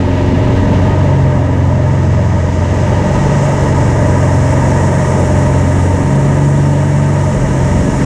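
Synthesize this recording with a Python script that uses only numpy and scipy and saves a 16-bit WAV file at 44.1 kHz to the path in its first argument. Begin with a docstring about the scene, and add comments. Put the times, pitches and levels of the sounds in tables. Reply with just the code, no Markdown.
"""A piston engine and propeller drone in the closed cockpit of a light aerobatic aircraft in a roll.
Their tones are orders of one shaft, whose speed sags and recovers; uneven firings rumble in the cabin.
Turbulence buffets the fuselage, and the slipstream drives the resonances of the panels and canopy.
Air rushes from a vent and hisses through the canopy seal; a small camera limits the peaks."""
import sys
import numpy as np
from scipy import signal
from scipy.fft import rfft, irfft, next_fast_len
from scipy.io import wavfile
from scipy.ndimage import uniform_filter1d, minimum_filter1d, map_coordinates

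SR = 44100
rng = np.random.default_rng(int(sys.argv[2]) if len(sys.argv) > 2 else 0)


def transcribe(u):
    """Save the signal u as a 16-bit wav file named by the first command-line argument.

    u: samples, shape (n,) or (channels, n), limited to [-1, 1]; the rate is SR.
    q: integer samples, one column per channel.
    """
    v = np.clip(np.atleast_2d(u).T, -1, 1)
    q = np.round(v * 32767).astype(np.int16)
    wavfile.write(sys.argv[1], SR, q)


N = 355005

# rotation frequency of the crankshaft: t/s, f/Hz
SHAFT_SPEED = [(0.0, 45.28), (0.2, 44.85), (0.95, 47.3), (1.4, 44.18), (1.85, 44.78), (2.25, 44.54),
               (2.5, 43.25), (3.05, 46.77), (3.25, 47.32), (3.55, 46.94), (4.2, 44.76), (4.45, 44.92),
               (4.95, 46.12), (5.6, 44.62), (6.45, 47.26), (7.15, 47.56), (7.6, 44.54), (8.05, 45.46)]
# turbulence shaking the airframe, and slipstream along it, relative to the usual: t/s, level/dB
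TURBULENCE = [(0, -0.5), (0.6, 4.5), (1.3, -1.5), (2.05, -2.5), (2.75, -1.5), (3.2, 2), (3.5, -1),
              (3.9, 1.8), (4.45, -3), (5.25, 1), (5.6, -2.2), (6.05, 1.7), (6.6, -4), (7.2, -4), (7.45, 4),
              (7.62, -1.5), (7.88, 3.5), (8.05, 3)]
SLIPSTREAM = [(0, -2.3), (0.85, 1), (1.7, -2), (2.5, -2.5), (2.9, 1.5), (3.5, 2.7), (4.4, 1.8), (5.25, 2.5),
              (5.85, -0.8), (6.2, 0.5), (6.55, -2.2), (8.05, -1.3)]
# strong orders of the shaft: t/s, level/dB
BLADE_TONE = [(0.0, -15.5), (2.75, -13), (2.95, -16), (3.25, -26), (3.4, -18.5), (4.25, -13), (5.05, -16.4),
              (5.85, -11.6), (6.2, -20), (6.6, -16.5), (7.25, -16.4), (7.45, -29), (7.6, -16), (7.8, -17.5),
              (8.05, -35)]  # two blade passes a turn
THROB_TONE = [(0, -24), (0.65, -15), (1, -21), (2.3, -15.5), (2.45, -26), (2.85, -17.5), (3.25, -22.5),
              (4.1, -15), (5.6, -27.5), (6.8, -28), (7.35, -24), (8.05, -32)]  # half an order below the firings
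FIRING_TONE = [(0, -22), (0.55, -25), (1.25, -10), (1.5, -16.5), (1.8, -13), (2.7, -22.5), (3.45, -12.5),
               (4, -18), (4.3, -13.5), (5.25, -16.5), (5.5, -13), (5.95, -19.5), (6.15, -10), (6.85, -11.5),
               (7.4, -15.5), (7.65, -13), (7.9, -19.5), (8.05, -14)]  # three firings a turn
SHARED_OVERTONE = [(0, -21), (0.7, -19.5), (1.2, -25), (1.65, -24.5), (2.35, -42), (3.3, -34), (3.7, -23.5),
                   (4.1, -26.5), (4.6, -22.5), (5.1, -40), (5.5, -22.5), (6.6, -23.5), (7.3, -30),
                   (8.05, -20.5)]  # common to blades and firings
BLADE_OVERTONE = [(0, -28), (0.45, -24), (0.8, -39), (8.05, -36)]  # fades early
# weak orders from cylinders that fire unequally: multiple of the shaft speed, level/dB
WEAK_ORDERS = [(.5, -43), (1.5, -28.5), (3.5, -28), (4.5, -28), (5, -31.5), (5.5, -37.5), (6.5, -31.5),
               (7, -37.5), (7.5, -34.5), (11, -38.5), (13, -38), (13.5, -37), (16, -42.5)]
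# relative spectral densities of the noise sources: f/Hz, level/dB
EXHAUST_SPECTRUM = [(60, -33), (125, -6), (158, -1.5), (183, -0.5), (215, -1), (260, -6), (350, -12),
                    (460, -11), (700, -25), (1500, -58)]
BUFFET_SPECTRUM = [(8, -24), (22, -14), (44, -8), (64, -1), (85, -4.5), (125, -4.5), (170, -26), (300, -39)]
PANEL_SPECTRUM = [(150, -7.5), (330, -2), (520, -3), (640, -2.5), (680, -11.5), (820, -8), (1000, -8.5),
                  (1100, -16.5), (1400, -30), (2500, -50)]
CANOPY_SPECTRUM = [(700, -23), (1150, 2.5), (1250, 0.5), (1420, -3), (1950, 1), (2120, -5), (2500, -14.5),
                   (4500, -34.5)]
VENT_SPECTRUM = [(1000, -8.5), (2000, -2), (2550, -3), (2800, 0.5), (3250, -5.5), (3700, -7), (4500, -11.5),
                 (7000, -21), (11000, -35), (15000, -40)]
SEAL_SPECTRUM = [(2500, -35), (4700, -15), (5250, -3), (6000, -3), (6700, -0.5), (8200, -5), (9600, -14.5),
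                 (11400, -27), (15000, -33)]
# resonances of the fuselage panels and the canopy: f/Hz, width/Hz, height above the spectrum/dB
PANEL_MODES = [(594, 53, 6), (626.5, 29, 4.5), (707, 28, 4.5), (877, 40, 4.5), (915, 66, 7), (973, 46, 4.5)]
CANOPY_MODES = [(1245, 58, 8.2), (1556, 38, 7.7), (1685, 40, 8.1), (1820, 45, 4), (1900, 50, 5.6),
                (2005, 45, 3.5), (2264, 99, 7.4), (2710, 90, 6.1), (2890, 90, 6.6), (3040, 80, 4)]
# rush from the vent, and hiss at the canopy seal: t/s, level/dB
VENT_RUSH = [(0, -33.5), (0.75, -32.5), (1.4, -39.2), (2.5, -38.2), (3, -34.8), (3.6, -35), (4.1, -37),
             (5.4, -37), (6.8, -38.5), (8.05, -36.6)]
SEAL_LEAK = [(0.0, -46), (0.8, -43.4), (1.5, -46), (3.5, -35), (3.7, -36), (5.1, -34.5), (6.8, -38.0),
             (8.05, -34.5)]
# jet through the seal: t/s, speed/usual speed
JET_SPEED = [(0, 0.92), (1.5, 0.96), (2.5, 0.935), (3.5, .98), (5, 1.02), (6.5, 1.036), (8.05, 1.01)]


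def undb(db):
    """Amplitude ratio of a level in decibels."""
    return 10 ** (np.asarray(db) / 20)


def level(x, db=0):
    """Scaling to a given rms level."""
    return x * undb(db) / np.sqrt(np.mean(x ** 2))


def curve(table):
    """Linear interpolation of a time table at every sample."""
    return np.interp(np.arange(N) / SR, *np.transpose(table))


def walk(rate):
    """Slow random fluctuation of unit rms, with rate new values a second."""
    points = rng.standard_normal(2048)
    return level(np.interp(np.arange(N) / SR * rate, np.arange(len(points)), points))


def colour(x, spectrum, modes=()):
    """Source-filter shaping: a smooth spectrum with resonance peaks on top, at unit rms."""
    size = next_fast_len(N)
    f = np.maximum(np.arange(size // 2 + 1) * SR / size, 1)
    hz, db = np.transpose(spectrum)
    rolloff_db = 40 * np.log10(np.maximum(f / hz[-1], 1))
    gain_db = np.interp(np.log(f), np.log(hz), db) - rolloff_db
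    for centre, width, boost in modes:
        gain_db += boost / (1 + (2 * (f - centre) / width) ** 2)
    return level(irfft(rfft(x, size) * undb(gain_db), size)[:N])


def order_tone(turns, order, lag_cycles, wobble_rad):
    """Phase modulation: turbulence perturbs a tone locked to a multiple of the shaft speed."""
    return np.sqrt(2) * np.sin(2 * np.pi * (order * turns - lag_cycles) + wobble_rad * walk(7))


def uneven_cylinders(turns, waver_db=3):
    """Half-order comb: unequal firings repeat once a four-stroke cycle, which takes two turns."""
    return sum(order_tone(turns, order, rng.random(), wobble_rad=0.28)
               * level(undb(waver_db * walk(4)), db) for order, db in WEAK_ORDERS)


def drone(turns, turbulence_db, flutter_db=0.83):
    """Periodic forcing: blades and firings radiate shaft orders; rough air adds shake and blade slap."""
    shake_db = -30 + 1.3 * turbulence_db
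    slap_db = -26.5 + 0.65 * turbulence_db + 3 * walk(4)
    # order, level/dB, lag/cycles; the throb lags a quarter cycle, so it swirls rather than chugs
    orders = [(2, curve(BLADE_TONE), 0), (2.5, curve(THROB_TONE), 1 / 4), (3, curve(FIRING_TONE), 0),
              (1, shake_db, rng.random()), (4, slap_db, rng.random()),
              (6, curve(SHARED_OVERTONE), rng.random()), (8, curve(BLADE_OVERTONE), rng.random())]
    return sum(order_tone(turns, order, lag, wobble_rad=0.071) * undb(db + flutter_db * walk(12))
               for order, db, lag in orders)


def exhaust(turns, scatter=0.22, decay_cycles=0.58):
    """Pulse-modulated noise: three unequal bursts of gas a turn, dulled by the firewall."""
    firings = 3 * turns
    strength = 1 + scatter * rng.standard_normal(4096)[firings.astype(int)]
    bursts = strength * (0.5 + np.exp(-(firings % 1) / decay_cycles))
    return colour(bursts * rng.standard_normal(N), EXHAUST_SPECTRUM)


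def turbulent_air(spectrum, flicker_db, flicker_hz):
    """Flow noise: turbulence gives a continuous spectrum whose level flickers."""
    return colour(rng.standard_normal(N), spectrum) * undb(flicker_db * walk(flicker_hz))


def ringing_shell(spectrum, modes, gust_db, flutter_db):
    """Forced resonance: the slipstream rings a thin shell, swelling in gusts and fluttering in eddies."""
    eddies = rng.standard_normal(N) * undb(flutter_db * walk(90))
    return colour(eddies, spectrum, modes) * undb(gust_db * walk(12))


def seal_jet(speed):
    """Strouhal scaling: the frequencies of the hiss rise in proportion to the speed of the jet."""
    jet = turbulent_air(SEAL_SPECTRUM, flicker_db=0.5, flicker_hz=35)
    return map_coordinates(jet, [np.cumsum(speed)], order=3, mode="mirror")


def scene():
    """Superposition under the canopy: turbulence drives the lows, the slipstream the two shells."""
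    turns = np.cumsum(curve(SHAFT_SPEED)) / SR
    turbulence_db, stream_db, leak_db = curve(TURBULENCE), curve(SLIPSTREAM), curve(SEAL_LEAK)
    engine = uneven_cylinders(turns) + drone(turns, turbulence_db)
    rumble = exhaust(turns) * undb(-20 + 0.94 * turbulence_db)
    buffet = turbulent_air(BUFFET_SPECTRUM, flicker_db=1.0, flicker_hz=7.5)
    buffet *= undb(-22 + 1.5 * turbulence_db)
    panel_roar = ringing_shell(PANEL_SPECTRUM, PANEL_MODES, gust_db=0.05, flutter_db=0.47)
    panel_roar *= undb(-19 + 0.98 * stream_db)
    canopy_rasp = ringing_shell(CANOPY_SPECTRUM, CANOPY_MODES, gust_db=0.24, flutter_db=0.46)
    canopy_rasp *= undb(-29.2 + 0.57 * stream_db + 0.26 * (leak_db - leak_db.mean()))
    vent = turbulent_air(VENT_SPECTRUM, flicker_db=0.6, flicker_hz=30) * undb(curve(VENT_RUSH))
    hiss = seal_jet(curve(JET_SPEED)) * undb(leak_db)
    return (engine + rumble + buffet + panel_roar + canopy_rasp + vent + hiss)[None]


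def limiter(x, ceiling=0.89, hold_s=0.0085):
    """Look-ahead limiting: the gain dips smoothly around every peak above the ceiling."""
    size = int(hold_s * SR)
    needed_gain = np.minimum(1, ceiling / (np.abs(x) + 1e-9))
    return x * uniform_filter1d(minimum_filter1d(needed_gain, size), size)


def record(dry):
    """Peak and band limiting in the camera; the sound eases in and out."""
    fade_s, cutoff_hz = 0.004, 15100
    samples_from_edge = np.minimum(np.arange(N), np.arange(N)[::-1])
    fade = np.minimum(1, samples_from_edge / (fade_s * SR))
    lowpass = signal.ellip(8, 0.2, 70, cutoff_hz, fs=SR, output="sos")
    return signal.sosfilt(lowpass, limiter(dry) * fade)


dry = scene()
out = record(dry)
transcribe(out)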